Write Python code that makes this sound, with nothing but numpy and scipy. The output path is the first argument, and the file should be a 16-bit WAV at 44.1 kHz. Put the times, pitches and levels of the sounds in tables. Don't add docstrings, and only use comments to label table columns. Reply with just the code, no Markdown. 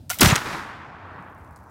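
import sys
import numpy as np
from scipy import signal
from scipy.fft import rfft, irfft
from scipy.io import wavfile
from scipy.ndimage import uniform_filter1d

SR = 44100
rng = np.random.default_rng(int(sys.argv[2]) if len(sys.argv) > 2 else 0)


def makeup_ratio(level_db):
    decades = np.asarray(level_db, float) / 20
    return 10 ** decades


def store_wav(level_fs):
    pcm = np.round(np.clip(np.atleast_2d(level_fs), -1, 1) * 32767)
    wavfile.write(sys.argv[1], SR, pcm.T.astype(np.int16))


N = 74970
T = np.arange(N) / SR

# peak in seconds, level in
# dB, rise in seconds, time to fall 60 dB in seconds, centre in Hz.
NOISE_BURSTS = [(0.1870, -25.5, 0.0002, 0.018, 9000), (0.1896, -33, .0005, 0.016, 7010),
                (0.1942, -30.5, .0006, 0.022, 11000), (.1875, -38, .0005, .06, 2000),
                (.2020, -33, .003, .04, 720), (0.1973, -23.5, .002, 0.033, 2500),
                (.2105, -7, 0.0017, 0.028, 8000), (0.213, -11, 0.0017, 0.028, 8990),
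                (0.2190, -10, .003, .025, 2200), (0.217, -13, 0.0025, 0.02, 5000),
                (.2285, -17, .0008, 0.025, 12000), (.2330, -15, .001, .015, 9000),
                (.2470, -20, .003, .06, 8700), (.2570, -20.5, .003, .08, 7000),
                (.2750, -25, .004, 0.141, 7000), (.3000, -31, .004, .05, 11000),
                (.0953, -33, 0.00023, .09, 8700), (.1120, -36, 0.0033, .2, 3200),
                (.3100, -23, .012, .2, 1500), (0.28, -29, .001, .03, 9000), (.4600, -35, .02, .3, 350),
                (.3000, -27, .02, .3, 200), (0.23, -14, .002, 0.03, 3200), (0.26, -16, 0.0028, 0.046, 2800),
                (.2600, -13, .004, 0.05, 1860), (.2900, -19, .006, 0.073, 2000),
                (0.27, -12, 0.0012, 0.015, 950), (0.3018, -21.5, 0.0024, 0.044, 4000),
                (0.33, -19.5, 0.0042, 0.059, 750), (0.31, -15, 0.0008, 0.05, 1700),
                (0.35, -22, 0.0013, 0.032, 1100), (0.34, -25, 0.0023, 0.017, 1600),
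                (.2300, -17.5, 0.0036, .05, 850), (0.26, -17, .002, .03, 600),
                (.3710, -23, 0.00055, 0.018, 1600), (0.38, -26, .0008, 0.022, 1600),
                (0.18, -42.5, 0.0091, 0.057, 470), (0.36, -16, 0.00029, .018, 5500),
                (0.36, -16, .0003, 0.025, 1450), (0.3768, -22, 0.00059, 0.025, 1660),
                (.4170, -28, .002, .04, 1160), (0.46, -29.5, 0.0028, 0.088, 1430),
                (0.53, -33, .004, 0.22, 1400)]
# peak in seconds, level in dB, centre in Hz.
SHOCK_FRONTS = [(.2106, -4, 8000), (.2180, -4, 2200), (.2214, -1, 1700), (.2348, -7, 2500),
                (.3355, -10, 1200), (.3083, -11, 2000), (.3568, -3, 5500), (.3570, -12, 1800),
                (.3565, -13, 11000), (.3647, -9, 2200), (.3649, -12, 6500)]
# start in seconds, peak in dB, first pitch in Hz,
# glide in seconds, length in seconds.
THUMPS = [(.2075, -15, 330, .02, .006), (.2207, -7, 340, .009, .011), (.2365, -7.5, 175, .010, .021),
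          (.2605, -7.5, 218, .010, .027), (.2280, -14, 235, .05, .009), (.2552, -12, 230, .02, .005),
          (.3241, -7, 160, .014, .015), (.1965, -26, 190, .02, .012), (.2880, -20, 100, .03, .025),
          (.3680, -32, 150, .05, .04), (.4620, -34, 330, .03, .02), (.5300, -32, 170, .03, .025),
          (.5450, -33, 320, .04, .02), (.4700, -34, 130, .05, .03), (1.185, -41, 200, .05, .03)]
# start in seconds, crack in dB, ring in dB, loudest ring in Hz.
LOCK_BLOWS = [(0.0957, -31, -48, 2200), (0.0962, -48, -40, 8700), (.1011, -6, -25, 1500),
              (.1025, -32, -24.5, 2900), (0.106, -24, -27, 6250), (.1070, -11.5, -27, 3096),
              (0.1093, -32, -29, 780), (0.1112, -16, -25.5, 12480), (.1140, -21, -27, 1427),
              (.1145, -34, -30, 14600), (.1150, -40, -33, 8700), (.1312, -40, -33, 2200),
              (0.1318, -25, -31, 12500), (0.102, -30, -27, 13500), (.1430, -27, -34, 12460),
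              (.1450, -35, -37, 14600), (0.151, -30.5, -38, 12700), (.1550, -44, -43, 1427)]
# pitch in Hz, level in dB, time to fall 60 dB in seconds.
STEEL_TONES = [(780, 0, .045), (1100, -3, .02), (1427, 0, .055), (1800, -3, .02), (2200, -2, .04),
               (2850, 0, .018), (4000, -4, .02), (6250, 0, .015), (8750, -2, .03), (12500, 0, .015),
               (14600, -2, .03)]
# time in seconds, level in dB.
WOOD_ECHO = [(.205, -29), (0.216, -18.5), (.26, -20.5), (0.284, -25.5), (.317, -27.5), (.345, -30.5),
             (.387, -32), (.42, -35.5), (.48, -33.5), (.549, -32.5), (.653, -38), (.77, -41.5),
             (.89, -43.5), (1.05, -43.5), (1.19, -42.5), (1.29, -44.5), (1.4, -48.5), (1.7, -52.5)]
# frequency in Hz, level in dB per Hz.
WOOD_COLOUR = [(90, -5), (280, -3.5), (520, -9.5), (900, -0.5), (1550, -0.5), (2600, -11.5), (6500, -21.5),
               (16000, -40.5)]
# frequency in Hz, loss in dB per second of travel.
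AIR_LOSS = [(60, 25), (180, 3.5), (450, -4), (1100, -1.5), (2500, 11), (4500, 25.5), (8000, 45.5),
            (16000, 80)]
# low edge in Hz, high edge in Hz, level in dB.
SIDE_BANDS = [(5900, 8300, -31), (12000, 14300, -39)]
# frequency in Hz, level in dB per Hz.
TRAFFIC_COLOUR = [(12, -46), (20, -17.5), (98, -6.5), (285, -20), (337, -38.5), (558, -27.5), (1090, -39),
                  (3000, -51), (16000, -57)]
# time in seconds, level in dB, centre in Hz.
LEAF_TICKS = [(1.2243, -65, 7000), (1.246, -70, 6500), (1.299, -64, 13000), (1.347, -62, 13000),
              (1.349, -66, 5490), (1.379, -65, 13900), (1.3865, -65, 12000), (1.398, -64, 12000),
              (1.4455, -61, 8000), (1.4765, -65, 5000), (1.489, -63.5, 12000), (1.509, -61, 11000),
              (1.525, -64.5, 12000), (1.561, -48, 6970), (1.568, -55, 6500), (1.576, -56, 13000),
              (1.589, -63, 9000), (1.632, -65, 12000), (1.639, -61, 9500), (1.697, -63, 9000)]

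WHINE_S, WHINE_DB, WHINE_LEN_S = .3178, -19, .0055
WHINE_HZ, WHINE_FALL_HZ_S = 7200, 140000
CANOPY_DB, CANOPY_HZ, CANOPY_WIDTH_HZ = -52.5, 7400, 11000
CANOPY_ENDS_S, CANOPY_SAG_DB_S, CANOPY_T60_S = 0.57, 25, 0.47
DUCK_S, DUCK_DB, DUCK_RECOVER_S = .2, -8.5, 1.1
MIC_LOW_HZ = 55.5


def level(x, db):
    return x * makeup_ratio(db) / np.sqrt(np.mean(x ** 2))


def along(table, hz):
    table = np.array(table)
    return np.interp(np.log(hz), np.log(table[:, 0]), table[:, 1])


def ring(x, hz, width_hz):
    hz = min(hz, .44 * SR)
    return signal.lfilter(*signal.iirpeak(hz, hz / width_hz, fs=SR), x)


def band_filter(x, order, edge_hz, kind):
    return signal.sosfilt(signal.butter(order, edge_hz, kind, fs=SR, output="sos"), x)


def walk(rate):
    hold = int(SR / rate)
    steps = np.repeat(rng.standard_normal(N // hold + 1), hold)
    return 0.98 * uniform_filter1d(uniform_filter1d(steps, hold), hold)[:N]


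def bands(x):
    spectrum = rfft(x)
    octaves = np.log2(np.maximum(np.arange(N // 2 + 1), 1) * SR / N)
    for centre in np.arange(9, 29) / 2:
        share = np.clip(1 - 2 * np.abs(octaves - centre), 0, 1)
        yield 2 ** centre, irfft(spectrum * share, N)


def swell(s, rise_s, t60_s):
    rise = np.exp(np.minimum(T - s, 0) / rise_s)
    fall = makeup_ratio(-60 * np.maximum(T - s, 0) / t60_s)
    return np.where(T < s, rise, fall)


def puff(s, db, rise_s, t60_s, hz, width):
    noise = ring(ring(rng.standard_normal(N), hz, hz * width), hz, hz * width)
    return swell(s, rise_s, t60_s) * level(noise, db)


def shock(s, db, hz, turns):
    phase = (T - s) * hz
    return makeup_ratio(db) * np.exp(-(phase / turns) ** 2) * np.cos(2 * np.pi * phase)


def thump(s, db, hz, glide_s, length_s):
    since = np.clip(T - s, 0, length_s)
    turns = hz * glide_s * np.arctan(since / glide_s)
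    shape = np.sin(np.pi * (since / length_s) ** .5)
    return makeup_ratio(db) * shape * np.sin(2 * np.pi * turns)


def ball_whine():
    since = np.clip(T - WHINE_S, 0, WHINE_LEN_S)
    turns = (WHINE_HZ - WHINE_FALL_HZ_S * since / 2) * since
    return makeup_ratio(WHINE_DB) * np.sin(2 * np.pi * turns) * np.sin(np.pi * since / WHINE_LEN_S)


def blast():
    grain = makeup_ratio(1.6 * walk(900))
    out = grain * sum(puff(*row, width=1.47) for row in NOISE_BURSTS)
    out = out + sum(shock(*row, turns=.6) for row in SHOCK_FRONTS)
    out = out + puff(.218, db=-20.5, rise_s=0.0034, t60_s=0.31, hz=380.4, width=1.1)
    out = out + sum(thump(*row) for row in THUMPS)
    return out + ball_whine()


def steel_ring(since, top_hz):
    out = 0
    for hz, db, t60_s in STEEL_TONES:
        detune = 1 + .03 * rng.standard_normal()
        fade = makeup_ratio(db - 21 * abs(np.log2(hz / top_hz)) - 60 * since / t60_s)
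        out = out + fade * np.sin(2 * np.pi * hz * detune * since)
    return out


def lock():
    out = puff(.102, db=-31, rise_s=0.00093, t60_s=0.32, hz=5000, width=4.2)
    for s, db, ring_db, top_hz in LOCK_BLOWS:
        since = np.maximum(T - s, 0)
        tones = steel_ring(since, top_hz)
        scrape = (T >= s) * makeup_ratio(-14 - 60 * since / .035) * ring(rng.standard_normal(N), 3500, 14000)
        crack = shock(s + .00018, 0, hz=7900, turns=0.57)
        out += makeup_ratio(ring_db + 4 * walk(700)) * tones
        out += makeup_ratio(db) * (crack + scrape)
    return band_filter(out, 3, 600, "high")


def wood():
    trunks_per_s, spread_db, loudest_db = 5000, 2.5, 9
    colour_at_s, air_growth = 0.51, 1.094
    chance, side, size = rng.random((3, N))
    click_db = np.minimum(-spread_db * np.log(size + 1e-9), loudest_db)
    clicks = (chance < trunks_per_s / SR) * np.sign(side - .5) * makeup_ratio(click_db)
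    echo_s, echo_db = np.transpose(WOOD_ECHO)
    start = echo_s[0]
    travel = np.maximum(T - start, 0) ** air_growth - (colour_at_s - start) ** air_growth
    out, plain = 0, 0
    for hz, band in bands(clicks + 0.24 * rng.standard_normal(N)):
        colour_db = along(WOOD_COLOUR, hz)
        out = out + band * makeup_ratio(colour_db - along(AIR_LOSS, hz) * travel + 1.43 * walk(25))
        plain = plain + band * makeup_ratio(colour_db)
    gate = np.clip((T - start) / .004, 0, 1)
    return out / np.std(plain) * makeup_ratio(np.interp(T, echo_s, echo_db) + 2.0) * gate


def canopy():
    past_end = T - CANOPY_ENDS_S
    db = np.where(past_end < 0, -CANOPY_SAG_DB_S * past_end, -60 * past_end / CANOPY_T60_S)
    hiss = ring(rng.standard_normal(N), CANOPY_HZ, CANOPY_WIDTH_HZ)
    hiss = ring(hiss, CANOPY_HZ, CANOPY_WIDTH_HZ)
    return (T > DUCK_S) * level(hiss, CANOPY_DB) * makeup_ratio(db + 1.49 * walk(30))


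def side_fizz():
    shape = np.sin(np.pi * np.clip((T - .2645) / .0464, 0, 1)) ** 2
    out = 0
    for low_hz, high_hz, db in SIDE_BANDS:
        out = out + level(band_filter(rng.standard_normal(N), 8, (low_hz, high_hz), "band"), db)
    return shape * out


def traffic():
    slow = walk(3)
    duck_db = DUCK_DB * (T > DUCK_S) * np.exp(-np.maximum(T - DUCK_S, 0) / DUCK_RECOVER_S)
    plain, ducked = 0, 0
    for hz, band in bands(rng.standard_normal(N)):
        layer = band * makeup_ratio(along(TRAFFIC_COLOUR, hz) + 0.5 * slow + 3.7 * walk(13))
        plain = plain + layer
        ducked = ducked + layer * makeup_ratio(duck_db * (1 + 0.18 * np.log2(hz / 100)))
    hum = ducked * makeup_ratio(-44.5) / np.std(plain)
    drone_turns = 88 * np.cumsum(1 + .04 * slow) / SR
    drone = makeup_ratio(-49 + duck_db + 2.5 * slow) * np.sin(2 * np.pi * drone_turns)
    return band_filter(hum + drone, 4, MIC_LOW_HZ, "high")


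def leaves():
    ticks = sum(puff(s, db, 0.00033, .02, hz, width=1.0) for s, db, hz in LEAF_TICKS)
    grit = rng.standard_normal(N) * makeup_ratio(2.7 * walk(150))
    grow = np.clip((T - 1.0) / .4, 0, 1)
    return ticks + grow * level(ring(grit, 7000, 14000), -74)


def scene():
    mono = blast() + lock() + wood() + canopy() + traffic() + leaves()
    return mono + side_fizz() * np.array([[1], [-1]])


def low_pass(x):
    return signal.sosfilt(signal.butter(12, 16970, fs=SR, output="sos"), x)


def record(dry):
    limit = .98
    x = limit * np.tanh(dry / limit)
    x = signal.sosfilt(signal.ellip(8, .2, 60, 15800, fs=SR, output="sos"), x)
    x = band_filter(x, 1, MIC_LOW_HZ * 0.65, "high")
    return low_pass(x)


dry = scene()
out = record(dry)
store_wav(out)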